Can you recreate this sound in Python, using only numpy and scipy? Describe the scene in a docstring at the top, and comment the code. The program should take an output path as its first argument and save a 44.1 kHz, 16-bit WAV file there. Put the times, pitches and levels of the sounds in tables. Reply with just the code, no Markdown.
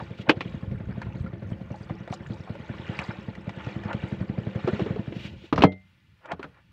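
"""A small boat putters over open sea on a slow single-cylinder engine, each beat a puff of exhaust.
From the start a paddle swishes and plops, wood knocks on the boat and swells bump the hull in a breeze.
The engine slows and limps with every other beat weak, then picks up again and fades out.
As it stops, wood clatters loudly and something of metal rings on.
Then the wind drops, and only small waves slap and thump the hull."""
import sys
import numpy as np
from scipy import signal
from scipy.fft import rfft, irfft, next_fast_len
from scipy.io import wavfile
from scipy.ndimage import map_coordinates

SR = 44100
rng = np.random.default_rng(int(sys.argv[2]) if len(sys.argv) > 2 else 0)


def transcribe(u):
    """Save the signal u as a 16-bit wav file named by the first command-line argument.

    u: samples, shape (n,) or (channels, n), limited to [-1, 1]; the rate is SR.
    q: integer samples, one column per channel.
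    """
    v = np.clip(np.atleast_2d(u).T, -1, 1)
    q = np.round(v * 32767).astype(np.int16)
    wavfile.write(sys.argv[1], SR, q)


N = 296352

# the tone of gurgling water: (frequency [Hz], level [dB])
GURGLE_TONE = [(120, -25), (300, 3.5), (600, -0.5), (1000, -4.5), (1800, -4.5), (2600, -10.5), (4000, -33),
               (8000, -68)]


def engine(puff_db=1, chuff_db=-19, shake_db=-16.5, shake_t60=0.33, clatter_db=-29, clatter_t60=0.15):
    """Each beat is a low exhaust puff with a rush of gas; it shakes the boat and rattles loose parts."""
    # how fast the engine runs: (time [s], speed [beats/s])
    pace = [(0.0, 11.508), (1.0, 11.51), (1.9, 10.009), (2.7, 10.199), (3.6, 10.386), (4.2, 11.609),
            (4.7, 11.436), (5.1, 11.628)]
    # how hard it works: (time [s], level [dB])
    effort = [(0, -28.5), (.3, -24.5), (1.4, -25), (1.9, -22), (3.3, -22.5), (4.87, -17), (5.26, -28),
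              (5.5, -51)]
    # the slower it runs, the weaker every other beat: (speed [beats/s], level change [dB])
    limp = [(10.35, -7.5), (10.8, -0.5)]
    # the tone of one exhaust puff: (frequency [Hz], level [dB])
    puff_tone = [(25, -19), (50, -22.5), (80, -6), (110, 2), (160, -2), (200, -1.5), (260, -10),
                 (400, -28.5), (700, -45), (1500, -72), (4000, -100)]
    # the notes at which the boat shakes: (frequency [Hz], width [Hz], level [dB])
    shake_notes = [(113, 14, -7.5), (195.7, 20, 1), (335.8, 11, -1.5), (418, 27, -11.5), (532.5, 18, -7),
                   (660, 92, -20)]
    (speed,), (level_db,) = curves(pace), curves(effort)
    weak_db = np.interp(speed, *np.transpose(limp))
    turns = np.cumsum(speed) / SR - .26
    beats = np.flatnonzero(np.diff(np.floor(turns)) > 0)  # one beat at each whole turn
    beats = beats[beats < effort[-1][0] * SR]
    t = np.arange(SR // 4) / SR
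    puffs, gas, shaking, rattling = np.zeros((4, N))
    for k, i in enumerate(beats):
        force = amp(level_db[i] + weak_db[i] * (k % 2 == 0) + rng.normal(0, 0.24))
        puffs[i] += force
        add(gas, i / SR - .009, force * fade(t, 0.013, 0.047))
        add(rattling, i / SR - .006, force * fade(t, 0.0014, clatter_t60))
        add(shaking, i / SR, force * fade(t, 0.0029, shake_t60))
    exhaust = signal.fftconvolve(puffs, impulse(puff_tone))[:N]
    body = lambda f: sum((-1) ** k * amp(db) * resonance(f, hz, width)
                         for k, (hz, width, db) in enumerate(shake_notes))
    damping = lambda f: gains([(800, 3.0), (2000, -12.5), (6000, -58.5)], f)  # wood swallows the treble
    shake = shaking * unit(filtered(rng.standard_normal(N), lambda f: body(f) * damping(f)))
    chuff = gas * noise([(100, -29.5), (300, 2.5), (600, 5.0), (850, -13.0), (2000, -17.5),
                         (5000, -48.0), (10000, -73)], N)
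    clatter = rattling * noise([(400, -15.5), (1200, 2.0), (2100, 3.5), (3000, -9.5), (4200, -14.5),
                                (7000, -40.5), (11000, -71)], N)
    return (amp(puff_db) * exhaust + amp(chuff_db) * chuff
            + amp(shake_db) * shake + amp(clatter_db) * clatter)


def knocks(thud_t60=0.05, crack_t60=0.057, crack_db=2, spot_db=8, ring_db=-3, rattle_db=-15,
           rattle_t60=0.15, rebound_s=.011, rebound_db=-1, rebound_pitch=.55):
    """Each blow cracks, thuds and rings the whole hull, which flexes back with a lower thud."""
    # knocks on the hull: wood striking it, and at the end small waves thumping it:
    # (time [s], level [dB], crack level [dB], crack pitch [Hz], thud pitch [Hz], hull's share [dB])
    blows = [(.289, -29, -26.5, 2746, 336, -23), (.2936, -6.5, -11.5, 2735, 312, -20.5),
             (.407, -34, -28, 2450, 407, -31), (4.675, -17, -28, 664, 396, -12),
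             (4.683, -14.5, -32.5, 680, 370, -13.5), (4.793, -20, -34.5, 700, 395, -12),
             (4.803, -22.5, -38.5, 714, 338, -15), (4.861, -22.5, -38, 650, 400, -9.5),
             (4.960, -23, -44, 654, 430, -17), (5.123, -28.5, -46, 2700, 334, -15),
             (5.44, -36, -65, 2670, 330, -19), (5.526, -11, -22, 1170, 295, -10.5),
             (5.559, -21.5, -35.5, 5620, 130, -17), (5.578, -16.5, -22.5, 1098, 172, -4),
             (5.589, -23.5, -36.5, 5450, 130, -18), (5.606, -16.5, -32, 1300, 218, -13),
             (5.621, -19.5, -18, 2980, 387, -15), (5.636, -3.5, -12, 880, 285, -4),
             (5.721, -35, -49.5, 3930, 300, -25), (6.333, -30, -43, 1100, 177, -11),
             (6.394, -33.5, -43, 1100, 396, -6.5), (6.441, -34.5, -41.5, 1510, 280, -2)]
    # the notes of the wooden hull: (frequency [Hz], level [dB], time to die away [s])
    hull_notes = [(95.8, -9.5, 0.3), (138, -8, .12), (189, -6.5, 0.26), (277, -1.5, 0.18),
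                  (431, -7.5, 0.17), (478, -4, 0.15), (609, -14, .22), (635, -5.5, 0.082), (680, -16.5, .1),
                  (777, -6, .05), (740, -30, 0.3), (914, -7.5, 0.03), (1120, -8, .045), (1290, -6.5, 0.067),
                  (1686, -12, 0.06), (2300, -19, 0.072), (2630, -23, .06), (4150, -22, 0.072)]
    # the tone of a hard hit: (frequency [Hz], level [dB])
    crack_tone = [(100, -4), (400, 8.5), (900, 4), (1400, 0.5), (2200, -4), (2700, -3.5), (3400, -7.5),
                  (4500, -14.5), (6500, -27), (10000, -45), (15500, -46)]
    # the planks have many more notes, too close to tell apart
    plank_tone = [(50, -34.5), (150, -13.5), (400, 12), (750, 2.0), (1300, -18.0), (3000, -35.5),
                  (8000, -67.5)]
    out, t = np.zeros(N), np.arange(SR // 2) / SR
    hz, level, t60 = np.transpose(hull_notes)[:, :, None]
    for s, db, hard_db, crack_hz, thud_hz, hull_db in blows:
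        thud = np.sin(2 * np.pi * thud_hz * t) * fade(t, 0.0012, thud_t60)
        strengths = amp(level + rng.normal(0, 1.6, hz.shape)) * np.exp(-np.log(1000) * t / t60)
        notes = np.sin(2 * np.pi * (hz * t + rng.random(hz.shape)))
        ring = np.sum(strengths * notes, 0) * (1 - np.exp(-t / 0.00063))
        planks = noise(plank_tone, len(t)) * fade(t, 0.0016, rattle_t60)
        hull = thud + amp(hull_db + ring_db) * ring + amp(rattle_db) * planks
        # the spot struck gives the crack its pitch
        spot = lambda f: 1 + amp(spot_db) * resonance(f, crack_hz, 0.28 * crack_hz)
        crack = unit(filtered(noise(crack_tone, len(t)), spot)) * fade(t, 0.00066, crack_t60)
        add(out, s, amp(db - 1) * hull + amp(hard_db + crack_db) * crack)
        rebound = np.sin(2 * np.pi * rebound_pitch * thud_hz * t) * fade(t, 0.0022, thud_t60)
        add(out, s + rebound_s, amp(db + hull_db + rebound_db) * rebound)
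    return out


def paddle_strokes(ebb=0.83, wake_db=-58.5, wake_spray_db=-74, calm_db=-30):
    """How strong gurgle and spray are: each stroke swells and ebbs on top of the boat's own wake."""
    # pulls of the paddle: (loudest moment [s], swell time [s], gurgle level [dB], spray level [dB])
    strokes = [(0.0, 0.14, -52, -52), (.5, .13, -57.5, -55), (1.05, 0.14, -54.5, -63),
               (2.05, 0.43, -55, -67.5), (2.949, 0.34, -44.5, -51), (3.68, .12, -44.5, -50.5),
               (4.03, 0.26, -49, -54), (4.76, 0.24, -44, -49)]
    wake = amp(calm_db * calm())
    gurgle_power, spray_power = (amp(wake_db) * wake) ** 2, (amp(wake_spray_db) * wake) ** 2
    for s, rise, gurgle_db, spray_db in strokes:
        pull = swell(s, rise, ebb * rise)
        gurgle_power += (amp(gurgle_db) * pull) ** 2
        spray_power += (amp(spray_db) * pull) ** 2
    return np.sqrt(gurgle_power), np.sqrt(spray_power)


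def wash(gurgle, spray, gurgle_db=1):
    """Stirred water swishes: a gurgle of bubbles with fine spray on top."""
    # the tone of fine spray: (frequency [Hz], level [dB])
    spray_tone = [(900, -46.5), (2000, -5.5), (2700, -2.5), (3500, -2.5), (5000, -17), (7500, -21),
                  (10000, -42.5), (15500, -39.5)]
    low = froth(GURGLE_TONE, centre_hz=1565, rate=380, spread_db=5.5, smooth_db=3.5)
    high = froth(spray_tone, centre_hz=3730, rate=900, spread_db=3.5, smooth_db=-8.0, samples=600)
    return gurgle * amp(gurgle_db) * low + spray * high


def plops(bubble_db=-5, splash_db=3, splash_t60=0.02, gather_s=.005, gather_db=-17,
          trail_s=.019, trail_count=4):
    """Water gathers, slaps, throws spray and traps a few bubbles."""
    # paddle plops and wave slaps: (time [s], bubble level [dB], bubble pitch [Hz], spray level [dB])
    slaps = [(1.017, -29, 970, -37.5), (1.263, -28, 1330, -53.5), (1.502, -39, 665, -55),
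             (1.742, -27.5, 800, -55), (1.896, -25, 740, -48.5), (2.076, -27.5, 685, -45.5),
             (2.126, -18.5, 727, -38.5), (2.263, -31.5, 1680, -56), (2.475, -29, 740, -57),
             (2.553, -31.5, 564, -49), (2.99, -17.5, 2430, -28), (3.352, -45, 1790, -41.5),
             (3.493, -30, 760, -37), (3.836, -32, 660, -42), (3.93, -28.5, 530, -35),
             (6.257, -45, 890, -46), (6.318, -15.5, 680, -32), (6.429, -25.5, 1350, -40)]
    # the tone of a splash: (frequency [Hz], level [dB])
    splash_tone = [(200, -9.5), (700, 1), (1800, 5.5), (2800, -1.5), (4000, -10), (6000, -20.5),
                   (8000, -25.5), (11000, -54), (15500, -49)]
    out, t = np.zeros(N), np.arange(SR // 8) / SR
    gather, splash = np.exp((t - t[-1]) / gather_s), fade(t, 0.0004, splash_t60)
    for s, db, hz, spray_db in slaps:
        add(out, s - t[-1], amp(spray_db + gather_db) * gather * noise(splash_tone, len(t)))
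        add(out, s, amp(spray_db + splash_db) * splash * noise(splash_tone, len(t)))
        add(out, s, amp(db + bubble_db) * bubble(t, hz, cycles=39.6, rise=0.07))
        for delay, pitch in rng.random((trail_count, 2)):
            late_bubble = bubble(t, hz * 3 ** (pitch - .5), cycles=17.8, rise=0.09)
            add(out, s + trail_s * delay, amp(db - 6.5 - 12.7 * delay) * late_bubble)
    return out


def sloshes(hollow_db=7):
    """A wave swells, gurgles in its hollow and collapses twice as fast."""
    # water heaving against paddle and hull: (loudest moment [s], swell time [s], level [dB], pitch [Hz])
    heaves = [(0.004, 0.019, -33.5, 796), (0.28, 0.012, -36, 590), (.922, 0.017, -46.5, 1500),
              (1.032, .008, -42.5, 2300), (2.72, 0.037, -56.5, 1500), (3.019, .012, -30.5, 1290),
              (3.111, 0.0082, -35, 1900), (3.608, .04, -44, 1740), (3.912, 0.03, -33, 1280),
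              (4.595, 0.0069, -41, 650), (4.70, 0.011, -41, 1400), (6.255, .018, -47, 1300),
              (6.291, .01, -42.5, 620), (6.317, 0.014, -29, 780), (6.44, 0.047, -52.5, 1300),
              (6.58, 0.046, -57.5, 1800)]
    water = froth(GURGLE_TONE, centre_hz=1400, rate=800, spread_db=-7, smooth_db=0)
    out, reach = np.zeros(N), SR // 4
    for s, rise, db, hz in heaves:
        near = slice(max(round(s * SR) - reach, 0), round(s * SR) + reach)
        hollow = unit(filtered(water[near], lambda f: 1 + amp(hollow_db) * resonance(f, hz, hz / 2)))
        out[near] += amp(db) * swell(s, rise, rise / 2)[near] * hollow
    return out


def bumps(level_db=-1, boom_hz=93, boom_t60=0.045):
    """A swell lifts the hull with one soft, low boom."""
    # swells bumping under the hull: (time [s], level [dB])
    lifts = [(.676, -25), (.745, -23), (.872, -23.5), (1.206, -19)]
    out, t = np.zeros(N), np.arange(SR // 4) / SR
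    for s, db in lifts:
        add(out, s, amp(db + level_db) * np.sin(2 * np.pi * boom_hz * t) * fade(t, .002, boom_t60))
    return out


def metal_ping(start_s=5.638):
    """Something of metal rings on after the heaviest blow."""
    # the notes of the metal part: (frequency [Hz], level [dB], time to die away [s])
    metal_notes = [(1970, -50, .4), (2090, -32.5, .35), (3220, -39, .13)]
    out, t = np.zeros(N), np.arange(SR // 2) / SR
    for hz, db, t60 in metal_notes:
        add(out, start_s, amp(db) * np.sin(2 * np.pi * hz * t) * fade(t, 0.0013, t60))
    return out


def lapping(gurgle, rate=10, level_db=-42, spread_db=8, centre_hz=1800, follow=.7):
    """Stray larger bubbles burst along the hull, louder while the paddle stirs."""
    out, t = np.zeros(N), np.arange(SR // 8) / SR
    stirred = (gurgle / gurgle.max()) ** follow
    for when, pitch, softness in rng.random((int(rate * N / SR), 3)):
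        plink = bubble(t, centre_hz * 3 ** (pitch - .5), cycles=50, rise=0.094)
        strength = stirred[int(when * N)] * amp(level_db + spread_db * (1 - softness))
        add(out, when * N / SR, strength * plink)
    return out


def drips(spray, trickle_db=-78, calm_db=-9, share_db=-19, release=0.94):
    """Tiny drops tick on the surface: a faint trickle, a share of the spray and a few showers."""
    # drops flung from the blade: (loudest moment [s], swell time [s], level [dB])
    spatters = [(1.2, .012, -59.5), (1.503, 0.0097, -58), (1.8, 0.058, -61.5), (2.137, .011, -41),
                (2.33, .06, -60), (3.05, 0.036, -53.5), (4.11, 0.049, -65)]
    showers = sum(amp(db) * swell(s, rise, release * rise) for s, rise, db in spatters)
    strength = amp(trickle_db + calm_db * calm()) + amp(share_db) * spray + showers
    tick_tone = [(1500, -23.5), (3200, -4), (4500, -1.5), (6000, -6.5), (8000, -13), (11000, -31.5),
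                 (15500, -39.5)]
    return strength * froth(tick_tone, centre_hz=5120, rate=220, spread_db=5, smooth_db=-10, samples=400)


def sleeve(release=0.39):
    """Short, bright brushes of cloth that stop faster than they start."""
    # a sleeve brushing past: (loudest moment [s], swell time [s], level [dB])
    brushes = [(.218, 0.027, -47.5), (5.261, 0.078, -43.5), (5.46, 0.073, -53)]
    rub = sum(amp(db) * swell(s, rise, release * rise) for s, rise, db in brushes)
    cloth_tone = [(800, -13.5), (2000, -3.5), (2800, 2.5), (4000, -7.5), (7000, -23.5), (10000, -40.5),
                  (15500, -39)]
    return rub * amp(1.7 * wobble(70)) * noise(cloth_tone, N)


def breeze(gust_db=4.0):
    """Light wind rumbles on the microphone and drops as the boat comes to rest."""
    # how strong the wind is: (time [s], level [dB])
    wind_strength = [(0, -46.5), (.5, -46.5), (.75, -37), (1.3, -38.5), (2.0, -45), (2.7, -44), (3.5, -48),
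                     (5.0, -43), (5.4, -50.5), (5.95, -59), (6.72, -58.5)]
    # the tone of its rumble: (frequency [Hz], level [dB])
    rumble_tone = [(20, -33.5), (40, -18), (70, -2), (110, -1.5), (190, -6.5), (300, -23.5), (700, -50.5),
                   (2000, -74.5)]
    level_db, = curves(wind_strength)
    return amp(level_db) * unit(amp(gust_db * wobble(14)) * noise(rumble_tone, N))


def sea(level_db=-69):
    """The faint, steady hiss of distant ripples."""
    # the tone of the open sea: (frequency [Hz], level [dB])
    sea_tone = [(200, 6.5), (700, -11), (1200, -1.5), (2800, 0.5), (4500, -11), (7000, -22), (15500, -26.5)]
    return amp(level_db + wobble(13)) * noise(sea_tone, N)


def boat_echoes(x, echo_db=-13, delays_s=(.0021, .0034, .0057, .0093)):
    """The sides of the boat throw back a few very early echoes."""
    return filtered(x, lambda hz: 1 + amp(echo_db) * sum(np.exp(-2j * np.pi * hz * d) for d in delays_s))


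def froth(tone, centre_hz, rate, spread_db, smooth_db, samples=1300):
    """Many small bubbles of unequal size (rate a second) over a smooth rush."""
    when, pitch, size = rng.random((int(rate * N / SR), 3)).T
    hz = np.minimum(centre_hz * 5 ** (pitch - .5), SR / 3)
    strength = amp(-spread_db * np.log(np.maximum(size, .04)))
    plinks = strength[:, None] * bubble(np.arange(samples) / SR, hz[:, None], cycles=39, rise=.08)
    place = (when * N).astype(int)[:, None] + np.arange(samples)
    bubbles = np.bincount(place.ravel(), plinks.ravel(), N + samples)[:N]  # mix each in at its place
    bubbles = unit(filtered(bubbles, lambda f: gains(tone, f)))
    return unit(bubbles + amp(smooth_db) * noise(tone, N))


def bubble(t, hz, cycles, rise):
    """A bubble rises in pitch as it rings, dying away over the given number of cycles."""
    age = t * hz / cycles
    note = np.sin(2 * np.pi * hz * t * (1 + rise * np.minimum(age, 1)))
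    return note * np.exp(-np.log(1000) * age) * (1 - np.exp(-2 * t * hz))


def calm(start_s=5.15, settle_s=0.59):
    """0 while the boat is under way, 1 once the water has settled."""
    return np.clip((np.arange(N) / SR - start_s) / settle_s, 0, 1)


def swell(crest_s, rise_s, fall_s):
    """Grows to 1 at the crest, then dies away."""
    t = np.arange(N) / SR
    return np.exp(-np.maximum((crest_s - t) / rise_s, (t - crest_s) / fall_s))


def fade(t, attack_s, t60):
    """Rises quickly to 1, then dies away; t60 is the seconds it takes to fall by 60 dB."""
    shape = (1 - np.exp(-t / attack_s)) * np.exp(-np.log(1000) * t / t60)
    return shape / shape.max()


def wobble(rate):
    """A smooth curve through rate random points a second."""
    points = rng.standard_normal(int(N * rate / SR) + 4)
    return map_coordinates(points, [np.arange(N) * rate / SR])


def curves(rows):
    """One value per sample for each column after the time."""
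    s, *columns = np.transpose(rows)
    return [np.interp(np.arange(N) / SR, s, column) for column in columns]


def resonance(hz, centre_hz, width_hz):
    """How strongly a ringing thing answers each frequency, 1 at its own note."""
    return 1j * hz * width_hz / (centre_hz ** 2 - hz ** 2 + 1j * hz * width_hz)


def noise(tone, size):
    """Noise with the given tone and an average level of 1."""
    return unit(filtered(rng.standard_normal(size), lambda hz: gains(tone, hz)))


def impulse(tone, size=8192):
    """One pulse of peak 1 with the given tone."""
    cepstrum = irfft(np.log(gains(tone, np.fft.rfftfreq(size, 1 / SR))))
    # folding the second half onto the first packs the sound at the start of the pulse
    cepstrum[1:size // 2] *= 2
    cepstrum[size // 2 + 1:] = 0
    pulse = irfft(np.exp(rfft(cepstrum)))[:size // 2]
    return pulse / np.abs(pulse).max()


def filtered(x, response):
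    """Turn each frequency of x up or down by response(frequency)."""
    size = next_fast_len(len(x) + SR // 4)
    return irfft(rfft(x, size) * response(np.fft.rfftfreq(size, 1 / SR)), size)[:len(x)]


def gains(tone, hz):
    """The gain at hz of a tone, which is a list of (frequency [Hz], level [dB]) points."""
    f, db = np.transpose(tone)
    return amp(np.interp(np.log(hz + 1), np.log(f), db))


def amp(db):
    """Decibels to gain."""
    return 10 ** (np.asarray(db) / 20)


def unit(x):
    """Scale to an average (rms) level of 1."""
    return x / np.sqrt(np.mean(x ** 2) + 1e-20)


def add(track, s, sound):
    """Mix a sound into the track at s seconds."""
    start = max(round(s * SR), 0)
    room = track[start:start + len(sound)]
    room += sound[:len(room)]


def scene():
    """Boat, water and wind in one channel; the sides of the boat echo only the water and the sleeve."""
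    gurgle, spray = paddle_strokes()
    water = wash(gurgle, spray) + sloshes() + plops() + lapping(gurgle) + drips(spray) + sea()
    return (engine() + boat_echoes(water + sleeve()) + knocks() + bumps() + metal_ping() + breeze())[None]


def record(dry, low_cut_hz=42, top_hz=15700):
    """The microphone sheds deep bass, rounds off the loudest peaks and cuts the highest treble."""
    thinned = signal.sosfilt(signal.butter(2, low_cut_hz, "highpass", fs=SR, output="sos"), dry[0])
    rounded = thinned / (1 + np.abs(thinned) ** 6) ** (1 / 6)
    return filtered(rounded, lambda hz: hz < top_hz)[None]


dry = scene()
out = record(dry)
transcribe(out)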